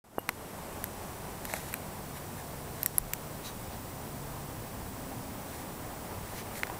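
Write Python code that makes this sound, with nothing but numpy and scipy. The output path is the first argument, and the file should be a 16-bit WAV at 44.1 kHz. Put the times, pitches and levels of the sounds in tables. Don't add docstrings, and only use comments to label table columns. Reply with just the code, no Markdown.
import sys
import numpy as np
from scipy import signal
from scipy.fft import rfft, irfft, next_fast_len
from scipy.io import wavfile
from scipy.ndimage import uniform_filter1d

SR = 44100
rng = np.random.default_rng(int(sys.argv[2]) if len(sys.argv) > 2 else 0)


def file_out(sig):
    cols = np.atleast_2d(sig).T
    lim = np.clip(cols, -1, 1)
    pcm = np.round(lim * 32767).astype(np.int16)
    wavfile.write(sys.argv[1], SR, pcm)


N = 299439
TIME = np.arange(N) / SR


def gain_of(db):
    return 10 ** (np.asarray(db) / 20)


def unit_level(x):
    return x / np.sqrt(np.mean(x ** 2) + 1e-20)


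def add(mix, start_s, sound):
    part = mix[max(round(start_s * SR), 0):][:len(sound)]
    part += sound[:len(part)]


def coloured(x, colour):
    hz = np.fft.rfftfreq(len(x), 1 / SR)
    points_hz, points_db = np.transpose(colour)
    curve_db = np.interp(np.log(hz + 1), np.log(points_hz + 1), points_db)
    return unit_level(irfft(rfft(x) * gain_of(curve_db), len(x)))


def noise(colour):
    return coloured(rng.standard_normal(next_fast_len(N)), colour)[:N]


def wander(speed_hz):
    size = next_fast_len(N)
    keep_slow = np.exp(-(np.fft.rfftfreq(size, 1 / SR) / speed_hz) ** 2)
    return unit_level(irfft(rfft(rng.standard_normal(size)) * keep_slow, size)[:N])


def swell(middle_s, half_s):
    return np.exp(-np.minimum(((TIME - middle_s) / half_s) ** 2, 100) / 2)


def settle(start_s, ease_s):
    return np.exp(-np.maximum(TIME - start_s, 0) / ease_s)


def ring(tones, t):
    return sum(gain_of(db - 60 * t / ring_s) * np.sin(2 * np.pi * hz * t) for hz, db, ring_s in tones)


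# (frequency [Hz], level [dB])
HISS_COLOUR = [(100, -7), (3000, -2), (4800, -1), (6200, 0.5), (7100, 2), (8200, 4), (9200, 0.5),
               (10000, -1.5), (11200, 2.5), (12300, 0), (13500, 0), (15700, -5), (15950, -42)]

def electronics(hiss_db=-48.5, whine_hz=15030, restarts_per_s=29.97, clock_hz=13184, clock_db=-66):
    whine_db = -55.5 - 13 * settle(0, ease_s=1.5)
    whine = gain_of(whine_db) * np.sin(2 * np.pi * whine_hz * (TIME % (1 / restarts_per_s)))
    clock = gain_of(clock_db) * np.sin(2 * np.pi * clock_hz * TIME)
    return gain_of(hiss_db) * noise(HISS_COLOUR) + np.sqrt(2) * (whine + clock)


# (frequency [Hz], level [dB])
TRAFFIC_COLOUR = [(10, -11), (25, -5.5), (48, -3), (85, 0), (140, -3), (200, -2.5), (340, -7.5), (500, -9),
                  (800, -8.5), (1000, -10.5), (1350, -17), (2000, -21), (3200, -28.5), (6000, -48.5)]

def traffic(split_hz=300, rumble_db=-45.5, tyres_db=-43):
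    wash = noise(TRAFFIC_COLOUR)
    low = signal.sosfiltfilt(signal.butter(4, split_hz, fs=SR, output="sos"), wash)
    heavy_vehicle_db = 2.04 * swell(middle_s=5, half_s=1)
    lull_db = -2.35 * swell(middle_s=3.6, half_s=1.5)
    flutter_db = 0.67 * wander(16)
    rumble = unit_level(low) * gain_of(rumble_db + heavy_vehicle_db)
    tyres = unit_level(wash - low) * gain_of(tyres_db + lull_db + flutter_db)
    return rumble + tyres


# (middle time [s], half length [s], pitch [Hz], level [dB])
PASSING_ENGINES = [(1.3, 0.76, 191.4, -53.5), (2.7, .85, 144.9, -50), (4.25, 0.26, 142.2, -46.5),
                   (4.4, 1, 113.4, -51), (5.254, 0.32, 265.4, -50.5), (6.6, 0.45, 95, -51)]

def engine_drones(waver_hz=1.583, throb=0.27):
    out = np.zeros(N)
    for middle_s, half_s, hz, db in PASSING_ENGINES:
        cycles = np.cumsum(hz + waver_hz * wander(3.9)) / SR
        out += gain_of(db) * swell(middle_s, half_s) * np.sqrt(2) * np.sin(2 * np.pi * cycles)
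    return out * (1 + throb * wander(6.1))


def hand_bump(start_s=3.008, hz=36, db=-35, ring_s=0.4):
    out = np.zeros(N)
    add(out, start_s, ring([(hz, db, ring_s)], np.arange(SR // 3) / SR))
    return out


# (time [s], level [dB], half length [s])
CAMERA_POPS = [(0.184, -13.2, 0.00026), (0.2914, -30, 0.00087)]
# (pitch [Hz], level [dB], ring time [s])
SPRING_TONES = [(2853, 0, 0.1), (8915, -5, 0.095), (11300, -2, 0.081), (12170, 2, 0.12)]

def camera_pops(spring_db=-46, rattle=0.49):
    t, out = np.arange(SR // 6) / SR, np.zeros(N)
    pulse = lambda middle_s, half_s: np.exp(-np.minimum(((TIME - middle_s) / half_s) ** 2, 100))
    spring = gain_of(spring_db) * ring(SPRING_TONES, t) * (1 + rattle * wander(250)[:len(t)])
    add(out, CAMERA_POPS[0][0], spring)
    for time_s, db, half_s in CAMERA_POPS:
        push = 0.47 * pulse(time_s - 2.2 * half_s, 2 * half_s)
        pull = 1.07 * pulse(time_s, half_s)
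        out += gain_of(db) * (push - pull)
    return out


# (pitch [Hz], level [dB], ring time [s])
CLASP_TONES = [(4400, -8, 0.056), (5600, 3, 0.079), (7300, 0, .085), (11300, 7, 0.04), (13050, 2, .04)]

def metal_clasp(start_s=2.8611, db=-44):
    out = np.zeros(N)
    add(out, start_s, gain_of(db) * ring(CLASP_TONES, np.arange(SR // 6) / SR))
    return out


# (pitch [Hz], level [dB], ring time [s])
KNOCK_TONES = [(760, 1, 0.013), (976, 1, 0.013), (1480, 0, 0.009), (1846, 3.5, 0.0073), (2310, -11, 0.01),
               (3100, -16, 0.0033), (3960, -8, 0.013)]
# (frequency [Hz], level [dB])
SNAP_COLOUR = [(800, -36), (2500, -11), (3500, -5), (4300, -3.5), (6000, -3.5), (7400, 4), (8300, 5.5),
               (10000, -6.5), (13000, 4.5), (16000, -10.5)]
# (time [s], knock level [dB], knock pitch [Hz], snap level [dB], ping level [dB])
CLOSE_TICKS = [(0.291, -24.5, 2040, -32, -41), (0.2917, -30, 1160, -47, -50),
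               (0.8413, -38.5, 1630, -39, -27.5), (1.4526, -41.5, 1770, -36.5, -49),
               (1.538, -31, 2100, -35, -49), (1.729, -45, 1970, -50, -40), (1.7406, -33, 2400, -35.5, -32),
               (2.8314, -42.5, 2630, -32.5, -23.5), (2.8611, -34.5, 1925, -28.5, -20.5),
               (2.9829, -35.5, 1230, -33, -15.5), (3.1351, -35, 2200, -28.5, -32),
               (6.5922, -50, 1500, -43.5, -47), (6.6337, -25.5, 2080, -43, -60),
               (6.67, -44, 1700, -47, -60), (6.699, -35.5, 1020, -60, -60)]

def close_ticks(knock_ring_s=0.013, snap_ring_s=0.01, ping_ring_s=0.0033,
                snap_trim_db=1, ping_trim_db=-2.5):
    t, out = np.arange(1024) / SR, np.zeros(N)
    onset = 1 - np.exp(-t / 0.000078)
    at_level = lambda x, db: gain_of(db) * x * np.sqrt(0.005 * SR / np.sum(x ** 2))
    for time_s, knock_db, knock_hz, snap_db, ping_db in CLOSE_TICKS:
        stiffness = knock_hz / 1900
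        ping_hz = 11770 * stiffness ** 0.12
        ring_scale = stiffness ** -0.69
        tones = [(hz, db - 6 * np.log2(hz / knock_hz) ** 2, ring_s * ring_scale)
                 for hz, db, ring_s in KNOCK_TONES]
        knock = ring([(knock_hz, 0, knock_ring_s * ring_scale)] + tones, t) * onset
        bass_cut = signal.butter(2, knock_hz / 2, "high", fs=SR, output="sos")
        knock = at_level(signal.sosfilt(bass_cut, knock), knock_db)
        snap_fade = gain_of(-60 * t / (snap_ring_s * ring_scale))
        snap = coloured(rng.standard_normal(len(t)), SNAP_COLOUR) * snap_fade * onset
        snap = at_level(snap, snap_db + snap_trim_db)
        ping = ring([(ping_hz, 0, ping_ring_s * ring_scale)], t) * onset
        ping = at_level(ping, ping_db + ping_trim_db)
        add(out, time_s, knock + snap + ping)
    return out


# (frequency [Hz], level [dB])
SAND_COLOUR = [(300, -27), (800, -4), (1300, -3.5), (1900, 6.5), (3100, -5.5), (3900, 1.5), (4800, -5.5),
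               (7000, 1.5), (9000, -1.5), (10000, -1.5), (11800, 2), (14000, -7), (16000, -45)]
# (middle time [s], half length [s], level [dB])
SAND_STROKES = [(1.538, 0.044, -42), (1.667, .055, -51), (2.169, 0.014, -49.5), (2.393, .012, -49.5),
                (2.804, 0.045, -54), (5.556, 0.054, -52), (6.337, .045, -52), (6.577, 0.024, -42.5)]

def sand_scrapes(grains_per_s=10000, spread_db=0.3, clump_db=1.4, stir_db=-63):
    size = next_fast_len(N)
    strengths = gain_of(spread_db * np.minimum(rng.exponential(1, size), 4)) * rng.standard_normal(size)
    hits = rng.random(size) < grains_per_s / SR
    grains = coloured(strengths * hits, SAND_COLOUR)[:N]
    strokes = sum(gain_of(db) * swell(middle_s, half_s) for middle_s, half_s, db in SAND_STROKES)
    return grains * (strokes + gain_of(stir_db)) * gain_of(clump_db * wander(48))


def grit_clicks(per_stroke=2, pitch_hz=1900, ring_s=0.008, boost_db=11):
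    t, out = np.arange(SR // 40) / SR, np.zeros(N)
    halfway_s = TIME[-1] / 2
    strays = [(halfway_s, halfway_s, -52)] * 2
    for middle_s, half_s, db in SAND_STROKES + strays:
        for when, size, pitch in rng.uniform(-1, 1, (per_stroke, 3)):
            tone = (pitch_hz * 2 ** (pitch / 4), db + boost_db + 2 * size, ring_s)
            add(out, middle_s + half_s * when, ring([tone], t))
    return out


# (pitch [Hz], level [dB], ring time [s])
WALL_TONES = [(650, -1, 0.039), (810, -2, .033)]

def paw_knock(start_s=1.5385, db=-26):
    out = np.zeros(N)
    add(out, start_s, gain_of(db) * ring(WALL_TONES, np.arange(SR // 10) / SR))
    return out


# (frequency [Hz], level [dB])
NOSE_COLOUR = [(400, -18), (1200, 4.5), (2500, -3), (4400, -0.5), (5500, -3), (6100, 4), (8000, -6),
               (10300, -6), (12200, 1.5), (14000, -24)]
# (middle time [s], half length [s], level [dB], nostril pitch [Hz])
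DOG_SNIFFS = [(3.469, 0.024, -42.5, 3840), (3.735, .015, -53.5, 3600), (6.39, 0.021, -43.5, 2220)]

def dog_sniffs(whistle_width_hz=300, whistle_share=0.42):
    air, out = noise(NOSE_COLOUR), np.zeros(N)
    for middle_s, half_s, db, hz in DOG_SNIFFS:
        nostril = signal.iirpeak(hz, hz / whistle_width_hz, SR)
        whistle = unit_level(signal.lfilter(*nostril, air))
        out += gain_of(db) * swell(middle_s, half_s) * (air + whistle_share * whistle)
    return out


def scene():
    gain_db = -1.5 - 15.5 * settle(start_s=0.099, ease_s=0.17)
    fade_in = gain_of(gain_db) * (TIME > 0.041)
    outdoors = traffic() + engine_drones() + sand_scrapes() + dog_sniffs() + grit_clicks() + paw_knock()
    close_sounds = close_ticks() + metal_clasp() + camera_pops() + hand_bump()
    mono = fade_in * (outdoors + electronics()) + close_sounds
    return np.array([mono, mono])


# (frequency [Hz], width [Hz])
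MOTOR_NOTCHES = [(6550, 260), (7520, 260)]

def record(dry, threshold_db=-19, dip_share=0.23, recover_db_per_s=45, top_hz=16400):
    for hz, width_hz in MOTOR_NOTCHES:
        dry = signal.lfilter(*signal.iirnotch(hz, hz / width_hz, SR), dry)
    level_db = 10 * np.log10(abs(uniform_filter1d(dry[0] ** 2, size=44)) + 1e-12)
    fall_db = TIME * recover_db_per_s
    peak_db = np.maximum.accumulate(level_db + fall_db) - fall_db
    excess_db = np.maximum(peak_db - threshold_db, 0)
    lag = np.exp(-1 / (0.005 * SR))
    dip_db = dip_share * signal.lfilter([1 - lag], [1, -lag], excess_db)
    treble_cut = signal.firwin(511, top_hz, window=("kaiser", 9), fs=SR)
    return signal.oaconvolve(dry / gain_of(dip_db), treble_cut[None], "same")


dry = scene()
out = record(dry)
file_out(out)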